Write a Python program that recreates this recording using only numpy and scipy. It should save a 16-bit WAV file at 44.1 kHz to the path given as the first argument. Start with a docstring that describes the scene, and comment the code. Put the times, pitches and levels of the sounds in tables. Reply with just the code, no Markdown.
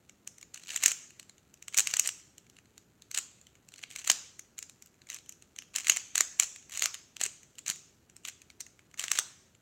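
"""A plastic puzzle cube, twisted in quick bursts close to a small microphone in a bare room.
In each turn the hollow pieces slide, catch on each other and snap into line. Every contact rings
their thin walls (snap) and the hollow body (clack); fingers tick on the cube between turns.
The ceiling answers first, then the room rings on over a faint rumble and hiss."""
import sys
import numpy as np
from scipy import signal
from scipy.fft import rfft, irfft, next_fast_len
from scipy.io import wavfile
from scipy.ndimage import uniform_filter1d, map_coordinates

SR = 44100
rng = np.random.default_rng(int(sys.argv[2]) if len(sys.argv) > 2 else 0)


def wav_out(sig):
    """Save sig, one row per channel (or a flat mono array), as 16-bit PCM at SR to the path in sys.argv[1]."""
    wavfile.write(sys.argv[1], SR, np.round(np.clip(np.atleast_2d(sig).T, -1, 1) * 32767).astype(np.int16))


N = 423801

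# strokes of a turning layer: start_s, end_s, level_db
SLIDES = [(0.531, 0.662, -61), (0.671, 0.782, -40.5), (0.802, 0.927, -36), (1.724, 1.778, -54.5),
          (1.786, 1.805, -33), (1.839, 2.01, -47.5), (2.033, 2.079, -41.5), (3.139, 3.195, -39.5),
          (3.719, 3.854, -65), (3.896, 4.039, -49.5), (4.041, 4.136, -38), (5.086, 5.17, -49),
          (5.736, 5.819, -43), (5.826, 5.948, -45), (6.148, 6.224, -39.5), (6.39, 6.447, -34.5),
          (6.708, 6.799, -44.5), (6.805, 6.873, -36.5), (7.197, 7.268, -38.5), (7.661, 7.722, -39.5),
          (8.247, 8.303, -47.5), (8.973, 9.073, -44), (9.087, 9.204, -40.5)]
# response of the pieces' thin walls and edges: freq_hz, gain_db
WALL_SPECTRUM = [(3000, -39), (5200, -15.5), (6100, -3), (7100, 0), (8300, -7.5), (9500, -18.5),
                 (11800, -18.5), (14000, -24), (16000, -24.5)]
# response of the hollow body in the hands: freq_hz, gain_db
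BODY_SPECTRUM = [(80, -39), (250, -21.5), (500, -19), (700, -12), (900, -18), (1150, -8), (1400, -8),
                 (1700, -3.5), (2800, -0.5), (3500, -6.5), (4100, -2), (5000, -11), (6500, -27),
                 (12000, -43)]


def collisions(chatter_s=0.0021, growth_per_db=0.02, log_spread=0.19):
    """All knocks; harder ones chatter longer. Rows: start_s, snap_db, clack_db, base_length_s, ring_hz."""
    # prominent clicks of pieces meeting: start_s, snap_db, clack_db
    main_clicks = [(0.0953, -43, -46), (0.2752, -28.5, -41), (0.383, -42.5, -55), (0.4128, -42, -56),
                   (0.4282, -38.5, -41), (0.5435, -31.5, -42), (0.5742, -56, -45), (0.6504, -49, -62),
                   (0.672, -41, -45), (0.6924, -43, -33.5), (0.7053, -36, -29), (0.7615, -18.5, -27.5),
                   (0.7749, -30.5, -31.5), (0.8364, -13, -22.5), (0.86, -6, -15.5), (0.8802, -17, -26),
                   (0.9168, -20.5, -28), (1.1059, -49, -47), (1.1969, -37, -38), (1.229, -48.5, -51),
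                   (1.2956, -42.5, -45), (1.3814, -51, -55.5), (1.5409, -44.5, -54.5), (1.625, -37.5, -44),
                   (1.6821, -30.5, -33.5), (1.7447, -26, -26), (1.7706, -18.5, -33), (1.7764, -11.5, -30),
                   (1.7857, -10.5, -17.5), (1.794, -12.5, -24), (1.8037, -14.5, -29), (1.8719, -19, -21.5),
                   (1.9112, -28, -38.5), (1.9383, -17.5, -19.5), (1.9683, -17, -29), (1.9959, -9, -24),
                   (2.0745, -16.5, -30), (2.0902, -22.5, -25), (2.3813, -40, -49), (2.4986, -47.5, -53.5),
                   (2.567, -52.5, -49.5), (2.587, -50.5, -46.5), (2.779, -42, -45.5), (3.0212, -45, -45),
                   (3.1139, -31, -37), (3.1473, -25, -26), (3.1755, -18.5, -26), (3.1856, -19.5, -28),
                   (3.4139, -46.5, -60), (3.4688, -48, -47), (3.6877, -43, -49), (3.7394, -44, -41),
                   (3.8373, -41.5, -28.5), (3.912, -40, -40.5), (3.961, -29, -30), (3.9908, -33, -45.5),
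                   (4.0759, -20, -25.5), (4.0996, -7, -11.5), (4.1153, -18.5, -25.5), (4.394, -32, -46.5),
                   (4.5815, -32, -49), (4.5891, -29, -39.5), (4.6267, -30, -40.5), (4.6966, -41, -47),
                   (4.8233, -40, -50.5), (4.86, -48, -63.5), (4.8723, -53, -62), (5.018, -54, -47.5),
                   (5.0703, -48.5, -50.5), (5.101, -28.5, -33.5), (5.1445, -31, -44), (5.187, -46, -44.5),
                   (5.2932, -32, -50), (5.3236, -41.5, -53), (5.4234, -44, -51.5), (5.5627, -40, -46),
                   (5.5876, -29, -33), (5.622, -45.5, -41), (5.7609, -17.5, -24.5), (5.7842, -25, -29),
                   (5.8698, -24, -22.5), (5.8827, -19, -30), (5.8971, -6.5, -10.5), (5.9199, -22.5, -25),
                   (5.9632, -26.5, -29.5), (5.97, -19, -26.5), (6.1555, -15.5, -22), (6.1788, -13.5, -19),
                   (6.2071, -9, -16.5), (6.3985, -7.5, -17.5), (6.4331, -23, -33.5), (6.561, -39, -40),
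                   (6.6964, -40, -46), (6.774, -23.5, -32.5), (6.7943, -22.5, -31.5), (6.8224, -18, -19),
                   (6.84, -17.5, -37), (6.8579, -17, -20.5), (6.9433, -30, -31.5), (6.9508, -38, -38),
                   (7.1671, -36, -34), (7.2133, -20, -24), (7.236, -15, -35), (7.2624, -23.5, -28.5),
                   (7.4317, -46, -51), (7.5844, -38.5, -40), (7.59, -33.5, -49), (7.6632, -31, -34),
                   (7.6806, -21, -41), (7.6997, -19, -23.5), (7.7596, -40, -47.5), (8.0982, -48, -55),
                   (8.1656, -39.5, -62), (8.2516, -32.5, -31), (8.2842, -30, -39), (8.4183, -44, -48),
                   (8.502, -48.5, -43), (8.6054, -29.5, -39.5), (8.6098, -30.5, -46), (8.6655, -42, -46.5),
                   (8.7927, -54, -47), (8.942, -44.5, -43), (8.9951, -22, -25.5), (9.0399, -25, -27.5),
                   (9.0819, -30.5, -27.5), (9.116, -13, -20.5), (9.175, -29, -28), (9.1879, -13, -17),
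                   (9.1953, -22, -32)]
    # main resonances of the pieces: ring_hz
    piece_hz = [2180, 2800, 3073, 3000, 4260]
    hits = np.vstack([catches(), touches(), main_clicks])
    length_s = chatter_s * np.exp(growth_per_db * hits[:, 1] + log_spread * rng.standard_normal(len(hits)))
    return np.column_stack([hits, length_s, rng.choice(piece_hz, len(hits))])


def contacts(hits):
    """Each contact rings the thin walls and the hollow body."""
    out = np.zeros(N + SR)
    walls = piece_responses(hits, WALL_SPECTRUM, ripple_step_hz=451, peak_db=-19.5, width_hz=400)
    hollows = piece_responses(hits, BODY_SPECTRUM, ripple_step_hz=275, peak_db=7, width_hz=420)
    snaps = amp(-1) * strike(hits, walls, stretch=1.21, first_blow=1.1, grain_db=-0.5)
    clacks = amp(-1.24) * strike(hits, hollows, stretch=0.54, first_blow=1.6, grain_db=2.5)
    for (start_s, snap_db, clack_db, *_), snap, clack in zip(hits, snaps, clacks):
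        out[round(start_s * SR):][:len(snap)] += amp(snap_db) * snap + amp(clack_db) * clack
    return out[:N]


def piece_responses(hits, spectrum, ripple_step_hz, peak_db, width_hz, ripple_db=3.5, blend_db=-31):
    """Gain in dB per struck piece: the cube's colour, one main resonance, uneven lesser ones."""
    size = 2048
    hz = np.fft.rfftfreq(size, 1 / SR)
    clack_db, ring_hz = hits[:, 2:3], hits[:, 4:]
    knots = rng.standard_normal((len(hits), size // 8))
    ripple = np.array([map_coordinates(row, [hz / ripple_step_hz], mode="mirror") for row in knots])
    resonance = 1 + amp(peak_db) / np.hypot(1, 2 * (hz - ring_hz) / width_hz) ** 1.7
    # a light tap rings one piece clearly; a hard snap blends many
    clarity = 0.38 + 1 / (1 + amp(clack_db - blend_db))
    return along(spectrum, hz) + clarity * (ripple_db * ripple + 20 * np.log10(resonance))


def strike(hits, gains_db, stretch, first_blow, grain_db, size=1024):
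    """One click per contact: a first blow, then loose pieces chatter. Energy: 1 ms at rms 1."""
    length_s = np.maximum(hits[:, 3:4], 1 / SR) * stretch
    t = np.arange(size) / SR
    draws = rng.standard_normal((len(length_s), 2, size))
    envelope = np.exp(-(t / length_s) ** 1.03) * (1 - np.exp(-12 * t / length_s))
    chatter = draws[:, 0] * amp(grain_db * draws[:, 1]) * envelope
    chatter /= np.linalg.norm(chatter, axis=1, keepdims=True)
    chatter[:, SR // 5000] += first_blow * np.exp(-length_s[:, 0] / 0.0024)  # short contact: clean blow
    clicks = ring(chatter, gains_db)
    return clicks / np.linalg.norm(clicks, axis=1, keepdims=True) * np.sqrt(SR / 1000)


def ring(forces, gains_db):
    """Each row of forces drives its own minimum-phase resonant body."""
    cepstrum = irfft(np.log(amp(gains_db)))
    size = cepstrum.shape[1]
    cepstrum[:, 1:size // 2] *= 2
    cepstrum[:, size // 2 + 1:] = 0
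    return irfft(rfft(forces, size) * np.exp(rfft(cepstrum)))


def scuffs(hits, lead_s, trail_s, gain_db):
    """Pieces scuff just before they meet and settle just after."""
    t = np.arange(-SR // 20, SR // 20) / SR
    envelope = np.exp(np.where(t < 0, t / lead_s, -t / trail_s))
    force = np.zeros(N + SR)
    for start_s, snap_db, clack_db, *_ in hits:
        strength = np.hypot(amp(snap_db), amp(clack_db)) ** 0.87
        force[round(start_s * SR):][:len(t)] += strength * envelope
    friction = through_cube(grains(rate_hz=5100, spread_db=3.5), body_db=-1.5)
    return amp(gain_db) * force[SR // 20:][:N] * friction


def sliding(grip_rate_hz=260, grip_depth_db=6.7):
    """A turning layer rasps over the others, swelling and easing; its grip comes and goes."""
    t, pressure = np.arange(N) / SR, np.zeros(N)
    for start_s, end_s, level_db in SLIDES:
        progress = np.clip((t - start_s) / (end_s - start_s), 0, 1)
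        pressure += amp(level_db) * np.sqrt(4 * progress * (1 - progress))
    grip = map_coordinates(rng.standard_normal(N // 100), [t * grip_rate_hz], mode="mirror")
    friction = grains(rate_hz=5000, spread_db=7) * amp(grip_depth_db * grip)
    return pressure * through_cube(friction, body_db=-3)


def catches(count=6, snap_db=-38.5, clack_db=-39, usual_slide_db=-42.5, edge_db=-5, spread_db=2.5):
    """Sliding pieces catch, harder mid-stroke and under more push. Rows: start_s, snap_db, clack_db."""
    start_s, end_s, slide_db = np.transpose(SLIDES)[:, :, None]
    progress = (np.arange(count) + rng.random((len(SLIDES), count))) / count
    force_db = 0.3 * (slide_db - usual_slide_db) + edge_db * (2 * progress - 1) ** 2
    force_db += spread_db * rng.standard_normal(progress.shape)
    catch_s = start_s + (end_s - start_s) * progress
    return np.stack([catch_s, snap_db + force_db, clack_db + force_db], axis=-1).reshape(-1, 3)


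def jolts(centre_hz, t60_s):
    """A layer stopping hard jolts the whole cube: a low thud, damped at once by the hands."""
    # hard stops: start_s, level_db
    stops = [(0.862, -43), (4.102, -43.5), (5.899, -44.5), (6.208, -48), (7.261, -44.5), (7.696, -42.5),
             (9.192, -48.5)]
    out, t = np.zeros(N + SR), np.arange(SR // 10) / SR
    for (start_s, level_db), detune in zip(stops, rng.standard_normal(len(stops))):
        pitch_hz = centre_hz * np.exp(0.32 * detune)
        thud = amp(level_db - 60 * t / t60_s) * np.sin(2 * np.pi * pitch_hz * t)
        out[round(start_s * SR):][:len(t)] += thud
    return out[:N]


def touches(count=30, snap_db=-56.5, clack_db=-57.5, spread_db=4):
    """Fingers brush the cube as the grip shifts. Rows: start_s, snap_db, clack_db."""
    start_s = (np.arange(count) + rng.random(count)) / count * N / SR
    force_db = spread_db * rng.standard_normal(count)
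    return np.column_stack([start_s, snap_db + force_db, clack_db + force_db])


def handling(level_db):
    """Loose pieces rustle faintly under the fingers throughout."""
    return amp(level_db) * through_cube(grains(rate_hz=400, spread_db=3), body_db=-1.5)


def grains(rate_hz, spread_db):
    """Tiny catches of plastic on plastic: random impulses of uneven size."""
    impulses = (rng.random(N) < rate_hz / SR) * rng.choice([-1, 1], N)
    return impulses * amp(spread_db * np.clip(rng.standard_normal(N), -2, 2))


def through_cube(friction, body_db):
    """Friction heard through both walls and body, at rms 1."""
    def response(hz):
        return np.hypot(amp(along(WALL_SPECTRUM, hz)), amp(body_db + along(BODY_SPECTRUM, hz)))
    return unit(filtered(friction, response))


def room(x, tail_db, ceiling_db, ceiling_delay_s, patchy_db, size=256):
    """Sound leaving in all directions mixes into a diffuse tail, led by the ceiling reflection."""
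    # reverberation time: freq_hz, t60_s
    decay_times = [(200, 0.5), (800, 0.63), (2500, 0.64), (7000, 0.5547), (10000, 0.49), (15000, 0.41)]
    # colour of the tail: freq_hz, gain_db
    colour = [(200, 1), (900, -2), (1150, -0.5), (1800, -3.5), (3500, -0.5), (5200, 2), (6100, 2),
              (7200, 1), (10000, -5.5), (15000, -2.5)]
    frames = dict(fs=SR, nperseg=size, noverlap=size - size // 4)
    hz, t, spectra = signal.stft(x, **frames)
    power = uniform_filter1d(abs(spectra) ** 2, size=7, axis=0)  # directions average out the ripple
    age_s = t[t < 1]
    ceiling = amp(ceiling_db * np.exp(-abs(age_s - ceiling_delay_s) / 0.03))
    arrival = np.minimum(age_s / ceiling_delay_s, 1) * ceiling
    decay = amp(along(colour, hz)[:, None] - 60 * age_s / along(decay_times, hz)[:, None])
    fade = (arrival * decay) ** 2
    stored = abs(signal.fftconvolve(power, fade / fade.sum(axis=1).mean(), axes=1))[:, :len(t)]
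    diffuse = signal.stft(rng.standard_normal(N), **frames)[2]
    # echoes reinforce and cancel in narrow, passing patches
    patches = unit(uniform_filter1d(rng.standard_normal(spectra.shape), size=45, axis=1))
    diffuse *= amp(patchy_db * patches)
    tail = diffuse * np.sqrt(stored / np.mean(abs(diffuse) ** 2))
    return amp(tail_db) * signal.istft(tail, **frames)[1][:N]


def background(level_db):
    """Steady room rumble and microphone hiss."""
    # noise floor: freq_hz, relative_density_db
    spectrum = [(15, -42), (25, -11.5), (87, 0), (134, -0.5), (394, -6.5), (489, -11), (1100, -19.5),
                (1330, -16), (2410, -23.5), (2990, -24.5), (4870, -29), (7110, -28.5), (10100, -32.5),
                (12200, -29), (16000, -34)]
    return amp(level_db) * unit(filtered(rng.standard_normal(N), lambda hz: amp(along(spectrum, hz))))


def amp(db):
    """Decibels to gain."""
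    return 10 ** (np.asarray(db) / 20)


def unit(x):
    """x at rms 1."""
    return x / np.sqrt(np.mean(x ** 2) + 1e-20)


def along(points, hz):
    """Interpolate (freq_hz, value) points on a log frequency axis."""
    freq_hz, values = np.transpose(points)
    return np.interp(np.log(hz + 1), np.log(freq_hz + 1), values)


def filtered(x, response):
    """Zero-phase filter with gain response(hz)."""
    size = next_fast_len(N + SR // 2)
    return irfft(rfft(x, size) * response(np.fft.rfftfreq(size, 1 / SR)), size)[:N]


def scene():
    """Cube, reverberation and noise floor, mono."""
    hits = collisions()
    cube = contacts(hits) + jolts(centre_hz=310, t60_s=0.042) + sliding() + handling(level_db=-76.5)
    cube += scuffs(hits, lead_s=0.003, trail_s=0.0045, gain_db=-21)
    reverb = room(cube, tail_db=-14, ceiling_db=5, ceiling_delay_s=0.0079, patchy_db=3)
    return (cube + reverb + background(level_db=-67))[None]


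def record(dry):
    """Small microphone: loses the deepest bass, rounds the hardest peaks, limits the band."""
    low_hz, top_hz, peak_limit = 33, 16050, 0.9
    sound = filtered(dry[0], lambda hz: hz ** 4 / (hz ** 4 + low_hz ** 4))
    sound = sound / (1 + (sound / peak_limit) ** 8) ** (1 / 8)
    return filtered(sound, lambda hz: 1 / (1 + (hz / top_hz) ** 160))[None]


dry = scene()
out = record(dry)
wav_out(out)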